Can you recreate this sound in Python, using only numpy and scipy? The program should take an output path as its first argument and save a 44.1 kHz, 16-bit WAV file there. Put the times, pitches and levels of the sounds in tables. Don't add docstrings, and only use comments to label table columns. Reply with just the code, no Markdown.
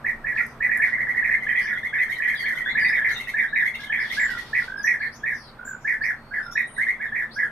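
import sys
import numpy as np
from scipy import signal
from scipy.fft import rfft, irfft
from scipy.io import wavfile

SR = 44100
rng = np.random.default_rng(int(sys.argv[2]) if len(sys.argv) > 2 else 0)


def dump_mix(stems):
    frames = np.atleast_2d(stems).T
    limited = np.clip(frames, -1, 1)
    pcm = np.round(limited * 32767).astype(np.int16)
    wavfile.write(sys.argv[1], SR, pcm)


N = 331191

# start_s, length_s, lower_voice_base_hz, level_db
ROLL_CALLS = [(.04, 0.076, 1982, -27.5), (0.238, 0.097, 1950, -31), (0.355, 0.077, 1970, -27),
              (0.601, 0.079, 2010, -26.5), (0.685, 0.099, 1945, -27.5), (0.792, 0.097, 1917, -24),
              (1.218, 0.087, 1932, -27), (1.288, 0.072, 1979, -26), (1.461, 0.08, 1945, -28),
              (1.524, .11, 1989, -28), (1.646, 0.1, 1853, -31), (1.924, 0.062, 1857, -29),
              (1.966, .08, 2014, -27.5), (2.195, 0.09, 1979, -28), (2.275, 0.078, 1920, -31),
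              (2.433, .085, 1845, -30.5), (2.746, 0.09, 1912, -25.5), (2.825, 0.08, 2022, -25),
              (2.896, 0.11, 1887, -26), (3.013, .11, 1890, -26.5), (3.334, .12, 1894, -26),
              (3.523, .12, 1879, -26), (3.892, 0.11, 1895, -28.5), (3.979, .075, 1872, -30.5),
              (4.164, .11, 1782, -26.5), (4.527, 0.08, 1997, -25.5), (4.836, 0.12, 1945, -25.5),
              (4.996, .081, 1852, -31.5), (5.23, .11, 1923, -29), (5.842, .11, 1881, -27.5),
              (6.006, .11, 1918, -28), (6.306, .11, 1718, -32.5), (6.55, 0.075, 1980, -26),
              (6.993, 0.076, 1840, -32.5), (7.115, .125, 1910, -30), (7.356, .11, 1732, -29)]
# call_base_hz, upper_over_lower_db
VOICE_BALANCE = [(1690, 1.5), (1880, -1.5), (1950, -9), (2010, -12)]
# start_s, length_s, level_db
CHATTER_NOTES = [(0.922, .039, -21), (0.975, .06, -25), (1.067, .059, -27.5), (1.142, 0.055, -26.5),
                 (1.333, .025, -20), (1.416, 0.038, -29), (1.574, 0.038, -26), (1.759, 0.044, -30),
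                 (1.829, .055, -26.5), (2.008, .039, -25), (2.082, 0.065, -27), (2.273, .041, -22),
                 (2.391, 0.029, -31), (2.478, .03, -29), (2.568, 0.033, -29), (2.658, .065, -24),
                 (3.103, 0.025, -31), (3.195, .03, -32), (3.27, 0.046, -31), (3.644, .05, -22),
                 (3.739, 0.027, -31.5), (3.828, 0.0277, -37), (4.098, .048, -29), (6.777, .072, -22),
                 (6.864, .056, -21)]
# start_s, level_db
PIP_NOTES = [(1.014, -24.5), (1.086, -24.5), (1.176, -19.5), (1.714, -29.5), (2.165, -30), (2.33, -51),
             (2.405, -27.5), (2.51, -27), (2.546, -40), (2.6, -26.5), (3.16, -36), (4.3, -28.5),
             (4.372, -30), (6.761, -36)]
# time_s, effort_db
CHATTER_EFFORT = [(.9, -14.5), (1.15, -10), (1.4, -9.5), (1.6, -2), (1.76, -10.5), (2.02, -2), (2.55, -1),
                  (2.67, -15), (3.1, 0.5), (3.83, -3.5), (4.1, -0.5), (6.8, -7.5)]
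# freq_hz, gain_db
RASP_COLOUR = [(2400, -39), (3000, 6.5), (3800, -2.5), (4800, 1), (6300, -2), (7500, -9.5), (9500, -4.5),
               (12000, -0.5), (13300, 0), (14200, -20)]
# start_s, length_s, first_pitch_hz, last_pitch_hz, level_db
PURR_NOTES = [(0.398, .054, 1370, 1375, -37.5), (1.706, 0.07, 1452, 1432, -39.5),
              (2.531, 0.072, 1480, 1444, -40), (3.078, 0.12, 1350, 1366, -47),
              (3.791, 0.12, 1630, 1725, -42), (4.287, .092, 1577, 1383, -33.5),
              (4.615, 0.039, 1413, 1420, -40), (4.674, 0.137, 1493, 1628, -34),
              (5.586, 0.085, 1426, 1492, -39.5), (5.669, .1, 1594, 1440, -35.5),
              (6.453, 0.076, 1405, 1355, -38)]
# start_s, length_s, first_pitch_hz, last_pitch_hz, buzz_share_of_pitch, level_db
TWEET_NOTES = [(0.398, 0.13, 6040, 5350, 0.13, -71), (1.604, 0.066, 4630, 5650, 0.097, -57),
               (2.364, 0.085, 4860, 4200, .012, -52), (2.649, 0.074, 3440, 3482, 0.0095, -46),
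               (2.794, .07, 4910, 4490, .012, -50.5), (2.877, 0.0267, 4700, 5400, 0.0094, -51),
               (3.144, 0.16, 2800, 2604, 0.045, -53.5), (3.113, 0.0316, 6440, 5900, .036, -57),
               (3.154, 0.035, 3620, 3836, .006, -42.5), (3.743, 0.02, 2750, 2700, .03, -46.5),
               (3.8, 0.014, 3380, 3460, .02, -49), (3.994, 0.034, 4830, 4930, 0.084, -56.5),
               (4.094, 0.022, 3600, 3290, 0.063, -46), (4.192, 0.059, 7360, 7280, .006, -53),
               (4.768, .06, 5210, 4840, .006, -58), (4.828, 0.045, 6320, 5260, 0.011, -47),
               (4.992, 0.094, 4340, 4200, 0.058, -60.5), (5.116, 0.058, 4440, 6700, 0.089, -59),
               (5.336, .17, 5680, 4040, .1, -60.5), (5.646, 0.071, 7230, 7060, 0.029, -53.5),
               (5.803, .12, 6470, 5110, 0.14, -69), (6.016, 0.052, 4190, 6180, .034, -56.5),
               (6.16, 0.24, 4290, 4520, .015, -73), (6.418, 0.063, 5190, 5380, .008, -62.5),
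               (6.508, 0.033, 5410, 5720, 0.029, -51.5), (6.514, 0.016, 6570, 7000, 0.021, -61),
               (6.667, 0.13, 8980, 9130, .022, -58.5), (7.307, 0.062, 3960, 5820, 0.07, -56.5)]
# time_s, level_db
TWITTER_LEVEL = [(0, -95.5), (1.35, -73), (1.47, -54.5), (1.9, -62), (2.3, -52), (3.2, -56.5),
                 (3.45, -61.5), (3.9, -50), (4.6, -73.5), (5.4, -72), (6.2, -101), (6.5, -61), (7.5, -77)]
# start_s, length_s, level_db
NOISE_PUFFS = [(.342, 0.055, -54), (.843, 0.075, -54), (3.084, 0.028, -43), (3.779, 0.06, -48),
               (4.01, 0.13, -49), (4.114, .065, -37.5), (4.199, 0.28, -49.5), (4.36, 0.12, -50),
               (4.44, 0.31, -50.5)]
# freq_hz, gain_db
PUFF_COLOUR = [(800, -4.5), (2000, 2.5), (3500, 8.5), (5000, 5), (7500, -12.5), (12500, -11), (14200, -21)]
# start_s, level_db
WIRE_TICKS = [(0.464, -31), (0.7724, -25), (6.7624, -55)]
# freq_hz, gain_db
WIRE_COLOUR = [(1500, -15), (4000, -32), (7000, -13), (10000, 0.5), (13000, -4.5), (15500, -29)]
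# freq_hz, gain_db
AIR_COLOUR = [(12, -56), (20, 3.5), (157, -0.5), (324, -3.5), (932, -3), (1410, -2.5), (2330, -13.5),
              (2920, -21.5), (4430, -25.5), (6720, -34), (7310, -37), (8880, -28.5), (9660, -40.5),
              (13100, -30.5), (15500, -62.5)]
# time_s, level_db
AIR_SWELL = [(0, 5), (1.2, 6), (1.8, 3.5), (2.4, 2.5), (2.8, 6.5), (3.6, 2), (4.3, 5.5), (5.2, 2.5),
             (7.5, 2.5)]
# centre_hz, width_hz, level_db
FAN_HUM = [(24.6, 8, -56), (131.3, 19, -58), (143, 18, -65.5), (228.7, 28.7, -53.5)]
# freq_hz, t60_s
ROOM_DECAY = [(500, 0.12), (2000, 0.2), (5000, 0.23), (9000, 0.29), (15000, 0.055)]
# freq_hz, correlation
LIKENESS = [(25, 0.83), (200, 0.98), (600, 0.97), (1200, 0.78), (2000, 0.56), (4000, -0.14), (8000, 0.45),
            (15000, 0.3)]

EDGE_HZ = 15650
PITCH_JITTER = 0.008
UPPER_RATIO = 1.29
ENTRY_S, ENTRY_GROWTH = 0.027, 1.345
CLIMB_TO_HZ, CLIMB_HZ_PER_DB = 2261, 6
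CLIMB_HZ_PER_S = 8600
CHATTER_RASP_DB = -45.5
PIP_S, PIP_FIRST_HZ, PIP_LAST_HZ, PIP_RASP_DB = 0.035, 1938, 1868, -50
THROBS_PER_S = 51.5
CHIPS_PER_S = 20
CHIP_LOW_HZ, CHIP_RANGE = 3100, 1.25
CHIP_S, CHIP_EXTRA_S = 0.016, 0.051


def amp(db):
    return 10 ** (np.asarray(db) / 20)


def unit(x):
    return x / np.sqrt(np.mean(x ** 2) + 1e-20)


def read(points, hz):
    f, value = np.transpose(points)
    return np.interp(np.log(hz + 1), np.log(f + 1), value)


def at(curve, s):
    return np.interp(s, *np.transpose(curve))


def add(mix, start_s, sound):
    part = mix[max(round(start_s * SR), 0):][:len(sound)]
    part += sound[:len(part)]


def time_axis(length_s):
    return np.arange(0, length_s, 1 / SR)


def colour(x, points):
    n = x.shape[-1]
    return irfft(rfft(x) * amp(read(points, np.fft.rfftfreq(n, 1 / SR))), n)


def waver(t, hz):
    speed, phase = rng.random((2, 12, 1))
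    return np.sin(2 * np.pi * (hz * (0.5 + speed) * t + phase)).sum(0) / np.sqrt(6)


def gate(t, rise_s, fall_s):
    rise = np.sin(np.pi / 2 * np.clip(t / rise_s, 0, 1)) ** 2
    fall = np.sin(np.pi / 2 * np.clip((t[-1] - t) / fall_s, 0, 1)) ** 2
    return rise * fall


def turn(hz):
    return 2 * np.pi * np.cumsum(hz) / SR


def rolls(scoop=0.2335, scoop_s=0.008854, droop=0.2086, sink=0.2, swing=0.15, roll_hz=100,
          upper_fade_db=5, overtone_db=-34, depth=0.25, bright=0.16, lead=1.51):
    tones, overtones = np.zeros((2, N))
    for start_s, length_s, base_hz, level_db in ROLL_CALLS:
        t = time_axis(length_s)
        entry_s = ENTRY_S * (10 * length_s) ** ENTRY_GROWTH
        after = np.clip((t - entry_s) / (length_s - entry_s), 0, 1)
        both = np.clip((t - entry_s) / 0.003, 0, 1)
        roll_phase = turn(roll_hz * (1 + 0.23 * waver(t, 30.05))) + 2 * np.pi * rng.random()
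        roll = both * np.sin(roll_phase)

        arch = 1 - scoop * np.exp(-t / scoop_s) - 0.02395 * (1 - both) - droop * after ** 4
        low_phase = turn(base_hz * arch * (1 + PITCH_JITTER * (1 + 3 * both) * waver(t, 180.7)))
        descent = 1 - sink * after - swing * (1 + roll) / 2
        high_phase = turn(UPPER_RATIO * base_hz * descent * (1 + PITCH_JITTER * waver(t, 47.3)))

        lower = np.sin(low_phase) * (lead * (1 - both) + both * (1 + 0.55 * waver(t, 42.7)))
        upper_db = read(VOICE_BALANCE, base_hz) + upper_fade_db * (1.5 - after) + 2 * waver(t, 40.4)
        upper = np.sin(high_phase) * both * amp(upper_db)
        shape = gate(t, 0.011, 0.012) * (1 + depth * roll)
        add(tones, start_s, amp(level_db) * unit((lower + upper) * shape))

        rough = low_phase + 0.19 * waver(t, 320)
        edge = np.zeros(len(t))
        for k in range(2, 8):
            mixed = np.sin((k - 1) * rough + high_phase)
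            edge += k ** bright * (np.sin(k * rough) + 0.63 * both * mixed)
        add(overtones, start_s, amp(level_db + overtone_db) * unit(edge * shape * (0.22 + both)))
    return tones, colour(overtones, RASP_COLOUR)


def chatter(bend=1.25, fray=0.027, half_db=-7, hiss_db=-14, flutter=0.53, smear=0.14, rasp_rise_s=0.0036):
    tones, overtones = np.zeros((2, N))
    hiss = rng.standard_normal(N)
    for start_s, length_s, first_hz, last_hz, level_db, rasp_db in chatter_notes():
        t = time_axis(length_s)
        glide_hz = first_hz + (last_hz - first_hz) * np.sin(np.pi / 2 * t / length_s) ** bend
        jitter = PITCH_JITTER + fray * (t / length_s) ** 2
        phase = turn(glide_hz * (1 + jitter * waver(t, 240)))
        shape = gate(t, 0.0043, 0.029) * (1 + flutter * waver(t, 86.8))
        add(tones, start_s, amp(level_db) * unit(np.sin(phase) * shape))

        rough = turn(glide_hz) + smear * waver(t, 350)
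        stack = unit(sum(np.sin(k * rough) + amp(half_db) * np.sin((k - 0.5) * rough) for k in range(2, 9)))
        stack += amp(hiss_db) * hiss[round(start_s * SR):][:len(t)]
        growth = np.minimum(t / rasp_rise_s, 1) * (0.3 + t / length_s)
        add(overtones, start_s, amp(rasp_db) * unit(stack * shape * growth))
    return tones, colour(overtones, RASP_COLOUR)


def chatter_notes():
    for start_s, length_s, level_db in CHATTER_NOTES:
        effort_db = at(CHATTER_EFFORT, start_s)
        top_hz = CLIMB_TO_HZ + CLIMB_HZ_PER_DB * effort_db
        first_hz = top_hz - CLIMB_HZ_PER_S * length_s
        yield start_s, length_s, first_hz, top_hz, level_db, CHATTER_RASP_DB + effort_db
    for start_s, level_db in PIP_NOTES:
        rasp_db = PIP_RASP_DB + at(CHATTER_EFFORT, start_s)
        yield start_s, PIP_S, PIP_FIRST_HZ, PIP_LAST_HZ, level_db, rasp_db


def purrs(depth=0.66):
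    out = np.zeros(N)
    for start_s, length_s, first_hz, last_hz, level_db in PURR_NOTES:
        t = time_axis(length_s)
        throb = -np.cos(turn(THROBS_PER_S * (1 + 0.25 * waver(t, 28))))
        sway = 1 + 0.019 * throb + 2 * PITCH_JITTER * waver(t, 130.7)
        tone = np.sin(turn(np.linspace(first_hz, last_hz, len(t)) * sway))
        shape = (1 + depth * throb) ** 2 * gate(t, 0.005, 0.0019)
        add(out, start_s, amp(level_db) * unit(tone * shape))
    return out


def tweets(buzz_hz=210, second_db=-15, jitter=0.01):
    out, octave = np.zeros((2, N))
    for start_s, length_s, first_hz, last_hz, buzz, level_db in TWEET_NOTES:
        t = time_axis(length_s)
        warble = np.sin(turn(buzz_hz * (1 + 0.037 * waver(t, 100))))
        glide_hz = np.linspace(first_hz, last_hz, len(t))
        phase = turn(glide_hz * (1 + buzz * warble + jitter * waver(t, 150)))
        shape = amp(level_db) * unit(gate(t, 0.0067, 0.01))
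        add(out, start_s, shape * unit(np.sin(phase)))
        add(octave, start_s, shape * unit(np.sin(2 * phase)))
    return out + amp(second_db) * colour(octave, [(7500, -15), (9500, 0.0), (12500, 2.0), (15000, 1)])


def twitter(spread_db=4, glide=0.13, quaver=0.028):
    out = np.zeros(N)
    draws = rng.random((CHIPS_PER_S * N // SR, 5))
    for k, (when, size, pitch, slope, long) in enumerate(draws):
        start_s = (k + when) / CHIPS_PER_S
        t = time_axis(CHIP_S + CHIP_EXTRA_S * long)
        bend = 1 + glide * (2 * slope - 1) * t / t[-1] + quaver * waver(t, 200)
        hz = CHIP_LOW_HZ * CHIP_RANGE ** pitch * bend
        chip = unit(np.sin(turn(hz)) * gate(t, 0.006, 0.012))
        add(out, start_s, amp(at(TWITTER_LEVEL, start_s) + spread_db * (2 * size - 1)) * chip)
    return out


def noise_puffs(grain_db=6.5, swell_share=0.083):
    out = np.zeros(N)
    noise = unit(colour(rng.standard_normal(N), PUFF_COLOUR))
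    for start_s, length_s, level_db in NOISE_PUFFS:
        t = time_axis(length_s)
        puff = gate(t, swell_share * length_s, length_s / 2) * amp(grain_db * waver(t, 120.0))
        add(out, start_s, amp(level_db) * unit(noise[round(start_s * SR):][:len(t)] * puff))
    return out


def ticks(decay_s=0.0034):
    out, t = np.zeros(N), np.arange(1000) / SR
    for start_s, level_db in WIRE_TICKS:
        snap = rng.standard_normal(len(t)) * np.exp(-t / decay_s) * gate(t, 0.002, 0.004)
        add(out, start_s, amp(level_db) * snap)
    return colour(out, WIRE_COLOUR)


def pair(x):
    n = x.shape[-1]
    a, b = rfft(x)
    same = np.clip(read(LIKENESS, np.fft.rfftfreq(n, 1 / SR)), -1, 1)
    mid, side = a * np.sqrt((1 + same) / 2), b * np.sqrt((1 - same) / 2)
    return irfft(np.array([mid + side, mid - side]), n)


def room(x, wet_db, lag_ms, pan_db, build_s=0.003):
    t = np.arange(SR // 2) / SR
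    sparse = rng.choice([-1., 1.], (2, len(t))) * (rng.random((2, len(t))) < 2500 / SR)
    taps = sparse * np.clip(t / build_s, 0, 1) ** 2
    hz, when_s, z = signal.stft(pair(taps), SR, nperseg=256)
    decay = amp(-60 * when_s / read(ROOM_DECAY, hz)[:, None])
    tail = signal.istft(z * decay, SR, nperseg=256)[1]
    tail = tail / np.sqrt((tail ** 2).sum() / 2)
    wet = signal.fftconvolve(x[None], tail, axes=1)[:, :N]
    late = np.interp(np.arange(N) - round(lag_ms * SR / 1000), np.arange(N), x)
    direct = np.array([x * amp(pan_db / 2), late * amp(-pan_db / 2)])
    return (direct + amp(wet_db) * wet) / np.sqrt(1 + amp(wet_db) ** 2)


def ventilation(air_db=-46.5, hum_db=-1):
    hz = np.fft.rfftfreq(N, 1 / SR)
    air = amp(air_db) * unit(pair(colour(rng.standard_normal((2, N)), AIR_COLOUR)))
    noise = rfft(rng.standard_normal(N))
    hum = np.zeros(N)
    for centre_hz, width_hz, level_db in FAN_HUM:
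        resonance = irfft(noise / (1 + (2 * (hz - centre_hz) / width_hz) ** 2), N)
        hum += amp(level_db + hum_db) * unit(resonance)
    s, db = np.transpose(AIR_SWELL)
    swell_db = np.interp(np.arange(N) / SR, s, db - db.mean())
    return (air + hum) * amp(swell_db) * amp([[-0.4], [0.4]])


def scene():
    roll_tones, roll_rasp = rolls()
    chatter_tones, chatter_rasp = chatter()
    perch = room(amp(4.5) * roll_tones, wet_db=1.0, lag_ms=0.02, pan_db=-3.4)
    perch += room(chatter_tones, wet_db=2.5, lag_ms=0.058, pan_db=-4)
    perch += room(amp(4.5) * roll_rasp + chatter_rasp, wet_db=7, lag_ms=0.05, pan_db=5)
    perch += room(purrs(), wet_db=-6, lag_ms=0.02, pan_db=-5.0)
    cages = amp(7) * room(tweets() + twitter(), wet_db=4.5, lag_ms=0.12, pan_db=11.5)
    noises = room(noise_puffs(), wet_db=7.5, lag_ms=0.09, pan_db=-2.0)
    noises += amp(0.5) * room(ticks(), wet_db=-6.0, lag_ms=0.05, pan_db=10)
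    return perch + cages + noises + ventilation()


def record(dry):
    lowpass = signal.firwin(511, EDGE_HZ, window=("kaiser", 9), fs=SR)
    return signal.oaconvolve(dry, lowpass[None], "same")


dry = scene()
out = record(dry)
dump_mix(out)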